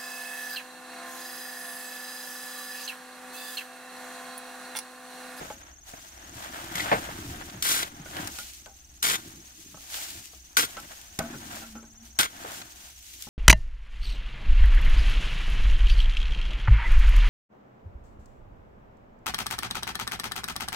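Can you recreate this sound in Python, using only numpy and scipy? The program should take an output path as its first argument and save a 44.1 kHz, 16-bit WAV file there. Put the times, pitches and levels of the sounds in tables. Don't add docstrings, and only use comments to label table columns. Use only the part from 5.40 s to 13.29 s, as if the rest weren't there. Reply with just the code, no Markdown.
import sys
import numpy as np
from scipy import signal
from scipy.fft import rfft, irfft
from scipy.io import wavfile
from scipy.ndimage import uniform_filter1d

SR = 44100
rng = np.random.default_rng(int(sys.argv[2]) if len(sys.argv) > 2 else 0)


def dump(signal):
    limited = np.clip(np.atleast_2d(signal).T, -1, 1)
    pcm = np.round(limited * 32767).astype(np.int16)
    wavfile.write(sys.argv[1], SR, pcm)


N = 347949
T = np.arange(N) / SR
PORT_LAG = 18

# f/Hz, level/dB
GRIT_SPECTRUM = [(300, -14.5), (1000, -2.5), (1500, 2), (2300, -3), (3500, 0.5), (5500, -3.5), (8000, -3),
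                 (11000, -5), (15500, -7.5)]
# f/Hz, level/dB
THUD_SPECTRUM = [(60, -15.5), (140, -6), (330, -2), (700, -4), (1100, -6), (2200, -0.5), (3500, -16),
                 (8000, -35)]
# f/Hz, t60/s, level/dB
STONE_MODES = [(160, 0.4, -8), (226, 0.57, 0), (281, 0.46, -9.5), (437, 0.097, -19), (547, 0.47, -14),
               (649, 0.18, -1.5), (841, 0.11, 2), (1150, 0.07, -7), (1319, 0.065, 5), (1468, .09, 4.5),
               (1528, 0.093, 8), (1830, .07, -14), (2180, .05, -16)]


def chops():
    # t/s, length/s, bite time/s, sag over the stroke/dB, level/dB, body/dB, treble/dB
    strokes = [(1.339, 0.11, 0.045, 5.5, -29.5, -13, -9), (2.225, .205, 0.082, 12, -17.5, -13, -1.5),
               (3.624, .131, 0.016, 3.5, -21.5, -12, -4), (5.168, 0.082, 0.004, 8.5, -19, -7, -2.5),
               (6.79, .066, 0.0016, 10, -17.5, -12.5, -5.5)]
    # t/s, level/dB, treble/dB
    strikes = [(1.3545, -17.5, -8), (1.3808, -16.5, -26), (1.4036, -16, -21), (2.2235, -22.5, 6.5),
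               (2.429, -14, -16), (3.627, -16, 0.5), (3.6504, -9.5, -18), (3.699, -14, -7),
               (3.7542, -13.5, -23), (5.1681, -6, -10), (5.1954, -9, -23), (6.7885, -5, -8.5),
               (6.8093, -12, -4), (6.8314, -16, -13)]
    bite_db, stall_db_per_s = 13.5, 1000
    crumb_db, crumb_db_per_s = -14, 148
    deeper_body_db, deeper_treble_db = 6.5, -5
    grind, body = np.zeros((2, 3, N))
    coarse = grains(7000, 1.9) * undb(2.5 * walk(200))
    fine = grains(22000, 0.9) * undb(1.36 * walk(300))
    gravel, sand = band(coarse, 3560, "low"), band(fine, 4050, "high")
    for start, length, bite, sag_db, db, body_db, treble_db in strokes:
        span = slice(int(start * SR), int((start + length) * SR) + SR // 5)
        t = T[span] - start
        depth = np.minimum(t / length, 1)
        stalled = np.maximum(t - length, 0)
        release_db = np.maximum(-stall_db_per_s * stalled, crumb_db - crumb_db_per_s * stalled)
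        force = undb(db - bite_db * np.maximum(1 - t / bite, 0) - sag_db * depth + release_db)
        bright = undb(treble_db + deeper_treble_db * (depth - .5))
        weight = undb(body_db + deeper_body_db * (depth - .5))
        grind[:, span] += force * (gravel[:, span] + undb(2.5) * bright * sand[:, span])
        body[:, span] += force * weight * coarse[:, span]
    hits = cracks(strikes, crunch_db=-11, crack_t60=0.02, crunch_t60=0.047)
    blade = steel(undb(2) * grind + undb(-3.5) * hits, ring_db=-41.5, patchy_db=2.5)
    bed = undb(5.5) * band(colour(body, THUD_SPECTRUM), 940, "low")
    return ports(blade, scatter_db=-1.5, left_db=2) + ports(bed, scatter_db=-14, left_db=0)


def steel(push, ring_db, patchy_db):
    # f/Hz, t60/s, level/dB
    blade_modes = [(1468, 0.11, -5.5), (1604, 0.038, 1), (2080, 0.083, -13), (2300, 0.022, 1),
                   (2484, 0.027, -0.5), (2740, 0.029, -15), (3270, 0.11, -8), (3630, 0.057, 0),
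                   (4010, 0.033, -2.5), (4310, 0.056, -4.5), (4520, .06, -14), (6350, .04, 2.5),
                   (8950, .03, 2.5)]
    blade = sum(ring(push * undb(patchy_db * walk(70)), [mode]) for mode in blade_modes)
    return colour(push, GRIT_SPECTRUM) + undb(ring_db) * blade


def cracks(contacts, crunch_db, crack_t60, crunch_t60):
    out, t = np.zeros((3, N)), T[:SR // 6]
    fade = undb(-60 * t / crack_t60) + undb(crunch_db - 60 * t / crunch_t60)
    attack = 1 - np.exp(-t / 0.00066)
    for start, db, treble_db in contacts:
        push = grains(30000, 0.77, size=len(t)) * fade * attack
        treble = undb(treble_db + 6.5) * band(push, 4840, "high")
        add(out, start, undb(db) * (band(push, 4900, "low") - treble))
    return out


def grating():
    # t/s, level/dB, f/Hz
    catches = [(1.353, -28, 2000), (1.395, -23, 2020), (5.169, -14.5, 1468), (6.79, -16.5, 1468)]
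    return ports(judder(catches, width=0.055, cycles=190), scatter_db=-9, left_db=5)


def pebbles():
    # t/s, level/dB, treble/dB
    clicks = [(2.0977, -29, -25), (2.7662, -23.5, -16.5), (2.873, -33, 5.5), (2.9866, -23.5, -16.5),
              (3.2592, -34, -17), (4.5418, -19, -39), (5.3685, -33, -11), (5.4001, -40, -3),
              (5.6141, -39, -4), (5.7893, -21.5, -3.5), (7.2167, -25, -27), (7.8225, -37, 6.5)]
    ticks = cracks(clicks, crunch_db=-1.5, crack_t60=0.0059, crunch_t60=0.03)
    return ports(colour(ticks, GRIT_SPECTRUM) * undb(-3.5), scatter_db=4.5, left_db=0.5)


def clods():
    # t/s, level/dB, thud/dB, slap/dB, t60/s
    landings = [(0.011, -29.5, 0, -20, 0.078), (0.535, -34.5, -10, -14, 0.048),
                (1.514, -11, -16.5, -14, 0.14), (1.524, -14.5, -21, -9.5, 0.12),
                (1.536, -21.5, -11, -16, 0.27), (1.686, -28, -13, -20, 0.1), (2.425, -23, -28, -2, 0.073),
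                (2.765, -27, -18, -13, 0.15), (5.787, -24, -10.5, -6, 0.15), (7.045, -27.5, -31, -18, 0.13)]
    out, t = np.zeros((3, N)), T[:SR // 3]
    attack = 1 - np.exp(-t / 0.00071)
    for start, db, thud_db, slap_db, t60 in landings:
        contact = rng.standard_normal((3, len(t))) * undb(-60 * t / t60) * attack
        splat = tone(colour(contact, THUD_SPECTRUM), thud_db + 15, slap_db + 2.5)
        add(out, start, peak(splat, db - 0.5))
    return ports(out, scatter_db=-2.5, left_db=0.5)


def knocks():
    # t/s, level/dB, main ring/Hz, boom/dB, contact t60/s
    stone_knocks = [(0.048, -35, 610, -27, 0.075), (0.102, -26.5, 855, -31, 0.06),
                    (2.659, -33.5, 1445, -19, 0.065), (2.986, -33.5, 1430, -15, 0.12),
                    (3.262, -36, 789, -19, 0.19), (4.344, -34.5, 620, -12, 0.035),
                    (4.373, -38, 755, -10, 0.035), (4.934, -43, 780, -23, 0.062),
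                    (5.369, -27.5, 1330, -15, 0.11), (5.791, -22, 774, -3, 0.075),
                    (5.802, -23, 674, -9.5, 0.19), (5.936, -32, 1390, -7, 0.099),
                    (6.219, -36.5, 1373, -18, 0.14), (6.354, -34, 1324, -6, 0.2),
                    (6.429, -39, 1562, -5, 0.09), (7.87, -36.5, 796, -2, 0.079)]
    out, t = np.zeros((3, N)), T[:SR]
    blow = np.tile(t == 0, (3, 1)) * 1.
    for start, db, hz, boom_db, t60 in stone_knocks:
        contact = blow + undb(-16) * rng.standard_normal((3, len(t))) * undb(-60 * t / t60)
        thud = colour(contact, THUD_SPECTRUM) + undb(-44) * ring(contact, STONE_MODES[3:])
        clack_db = -5.5 + 4.5 * np.log2(hz / 1000)
        main_ring = undb(-34) * ring(contact, [(hz, 0.65 * t60, 0)])
        knock = tone(thud, boom_db + 15, clack_db) + main_ring
        boom = undb(db + boom_db - 9.5) * ring(blow, STONE_MODES[:3])
        add(out, start, peak(knock, db - 3.5) + boom)
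    return ports(out, scatter_db=2, left_db=1, lag=0)


def settling():
    # t/s, level/dB, f/Hz
    thumps = [(.955, -39, 128), (1.35, -32, 160), (1.86, -32, 110), (1.90, -33, 90), (2.14, -35.5, 147),
              (2.595, -33.5, 173), (2.835, -32.5, 86), (4.345, -43.5, 146), (4.77, -43.5, 85),
              (5.94, -39, 104)]
    # peak t/s, rise/s, fall/s, level/dB
    pushes = [(5.80, -0.03, .35, -37.5), (6.3, 0.33, .45, -44)]
    bed_hz = STONE_MODES[1][0] * (1 + 0.02505 * walk(25))
    boom = np.sin(2 * np.pi * np.cumsum(bed_hz) / SR) * undb(4 * walk(23))
    return undb(-2.5) * judder(thumps, width=0.28, cycles=19)[0] + boom * swells(pushes)[0]


def mortar():
    # peak t/s, rise/s, fall/s, sand/dB, rub/dB, slump/dB
    slides = [(.02, 0.5, 0.35, -50.5, -44, -50.5), (.49, 0.06, 1, -54.5, -56, -67),
              (1.08, 0.46, 1.5, -49.5, -45, -48.5), (1.38, 0.1, 0.63, -44, -42, -49),
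              (1.55, 0.5, 0.68, -50, -42, -40), (1.92, 0.5, 1.03, -53, -50.5, -45),
              (2.48, 0.27, 0.02, -46.5, -46.5, -50), (2.83, 0.38, 0.1757, -47, -42, -44),
              (2.99, 0.25, 0.34, -44, -61, -70), (3.78, 0.25, 0.5, -54, -54.5, -47.5),
              (4.28, 1.5, 0.7, -54.5, -71.5, -59.5), (4.61, 0.23, .2, -39, -46.5, -61),
              (4.72, 0.25, 0.6, -49.5, -61.5, -57), (5.29, 0.23, 1.5, -51.5, -56.5, -73),
              (5.44, 0.32, 0.18, -75, -51, -52), (5.85, 0.12, .72, -56, -50.5, -45.5),
              (6.16, 0.32, 0.22, -45, -48.5, -49.5), (6.67, 0.1, 0.1, -58, -64, -65),
              (7.06, 0.23, 0.19, -50.5, -43.5, -52), (7.19, 0.4, 0.18, -47, -53.5, -52.5),
              (7.49, 0.95, 0.08, -54, -58, -65), (7.8, 0.83, 1.3, -51, -68.5, -70)]
    # f/Hz, level/dB
    sand_spectrum = [(1500, -5.5), (3000, 1.5), (5000, 0), (7500, 1), (10000, -3.5), (15500, -4.5)]
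    rub_spectrum = [(200, -14), (400, -7), (700, 8.5), (1100, 1.5), (1600, 4), (2400, -5.5), (3500, -6.5),
                    (7000, -31.5)]
    slump_spectrum = [(45, -30.5), (80, 5), (130, -1.5), (230, 0), (330, 4), (480, -19.5), (900, -31.5)]
    sand_gain, rub_gain, slump_gain = swells(slides)
    crackle = unit(grains(9000, 1.5) + undb(-9) * grains(120, 2.2))
    sand = unit(colour(crackle, sand_spectrum)) * sand_gain * undb(1.6 * walk(45))
    rub = unit(colour(grains(2000, 1.95), rub_spectrum)) * rub_gain * undb(2.3 * walk(30))
    slump = unit(colour(grains(600, 2.0), slump_spectrum)) * slump_gain * undb(1.65 * walk(14))
    sliding = ports(sand + rub, scatter_db=5, left_db=1.2)
    return sliding + ports(slump, scatter_db=-11, left_db=1, lag=PORT_LAG // 2)


def insect():
    # f/Hz, width/Hz, level/dB, place in the wing cycle/0-1
    rasp_bands = [(5826, 380, -62.5, 0.26), (6534, 95, -60.5, 0.66), (6200, 600, -63, 0.3),
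                  (7600, 250, -70.5, 0.75)]
    wing_hz = 19.8
    cycle = np.cumsum(wing_hz * (1 + .012 * walk(3))) / SR
    out = 0
    for hz, width, db, place in rasp_bands:
        turn = 2 * np.pi * (cycle - place)
        tooth_phase = 2 * np.pi * np.cumsum(hz * (1 - .012 * np.sin(turn))) / SR
        rough = band(rng.standard_normal((2, 2, N)), width / 3, "low")
        rasp = unit(rough[0] * np.sin(tooth_phase) + rough[1] * np.cos(tooth_phase))
        stroke = unit(np.exp(1.25 * np.cos(turn)))
        out = out + rasp * stroke * undb(db + 1.5 + walk(3.9))
    return out


def ground_rumble():
    # f/Hz, level/dB
    rumble_spectrum = [(20, 1.5), (40, 3.5), (65, 4.5), (110, -8), (200, -14), (300, -17), (480, -28.5),
                       (800, -21), (1200, -32), (5000, -35), (9000, -43)]
    # peak t/s, rise/s, fall/s, level/dB
    surges = [(.05, .5, 1.5, -57), (1.7, 1.4, 3.4, -51.5), (5.85, .9, 2.2, -53.5)]
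    noise = rng.standard_normal((3, N))
    strength = np.hypot(undb(-64), swells(surges)[0])
    rumble = unit(colour(noise, rumble_spectrum, size=8192)) * strength * undb(0.97 * walk(2.99))
    drone = unit(band(noise, [54, 66], "band")) * undb(-65.5)
    low = rumble + drone
    return low[0] + undb(-12.5) * low[1:]


def ports(streams, scatter_db, left_db, lag=PORT_LAG):
    direct = np.array([streams[0], np.pad(streams[0], (lag, 0))[:streams.shape[1]]])
    bass_cut = signal.butter(1, 1500, "high", fs=SR, output="sos")
    scattered = undb(scatter_db) * signal.sosfilt(bass_cut, streams[1:])
    return (direct + scattered) * undb(np.array([[left_db], [-left_db]]) / 2)


def grains(rate, spread_db, size=N):
    sizes = undb(spread_db * np.minimum(rng.exponential(1, (3, size)), 4))
    return unit((rng.random((3, size)) < rate / SR) * sizes * rng.standard_normal((3, size)))


def judder(events, width, cycles):
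    out, t = np.zeros((3, N)), T[:SR // 3]
    for start, db, hz in events:
        edges = [hz / (1 + width), hz * (1 + width)]
        noise = band(rng.standard_normal((3, 2 * len(t))), edges, "band")[:, len(t):]
        envelope = (1 - np.exp(-t * hz)) * undb(-60 * t * hz / cycles)
        add(out, start, peak(noise * envelope, db))
    return out


def swells(rows):
    power = 0
    for crest, rise, fall, *levels in rows:
        shape = undb(-20 * np.maximum((crest - T) / max(rise, .005), (T - crest) / max(fall, .005)))
        power = power + np.outer(undb(levels) ** 2, shape ** 2)
    return np.sqrt(power)


def ring(force, modes):
    out = 0
    for hz, t60, db in modes:
        r, w = np.exp(-np.log(1000) / (t60 * SR)), 2 * np.pi * hz / SR
        poles = [1, -2 * r * np.cos(w), r * r]
        out = out + signal.lfilter([0, undb(db) * r * np.sin(w)], poles, force + 1e-18)
    return out


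def tone(x, low_db, high_db):
    bass, top = undb(low_db) * band(x, 445, "low"), undb(high_db) * band(x, 1900, "high")
    return bass + band(x, [350, 1200], "band") + top


def colour(x, points, size=2048):
    hz, db = np.transpose(points)
    f = np.maximum(np.fft.rfftfreq(size, 1 / SR), 1)
    curve_db = np.interp(np.log(f), np.log(hz), db) - 20 * np.log10(np.maximum(hz[0] / f, 1))
    cepstrum = irfft(np.log(undb(curve_db)))
    cepstrum[1:size // 2] *= 2
    cepstrum[size // 2 + 1:] = 0
    impulse = irfft(np.exp(rfft(cepstrum)))
    return signal.oaconvolve(x, impulse[None], axes=1)[:, :x.shape[1]]


def walk(rate):
    hold = int(SR / rate)
    return 1.193 * uniform_filter1d(np.repeat(rng.standard_normal(N // hold + 1), hold), hold)[:N]


def band(x, hz, kind):
    return signal.sosfilt(signal.butter(2, hz, kind, fs=SR, output="sos"), x)


def add(out, start, x):
    i = max(int(start * SR), 0)
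    out[:, i:i + x.shape[1]] += x[:, :N - i]


def peak(x, db):
    return x * undb(db) / np.abs(x).max(axis=1, keepdims=True)


def unit(x):
    return x / np.sqrt(np.mean(x ** 2))


def undb(db):
    return 10 ** (np.asarray(db) / 20)


def scene():
    tool = grating() + chops()
    wall = pebbles() + clods() + knocks() + settling() + mortar()
    return tool + wall + insect() + ground_rumble()


def record(dry):
    top_cut = signal.ellip(10, .2, 80, 15600, fs=SR, output="sos")
    return signal.sosfilt(top_cut, 2 * np.tanh(dry / 2))


dry = scene()
out = record(dry)
dump(out)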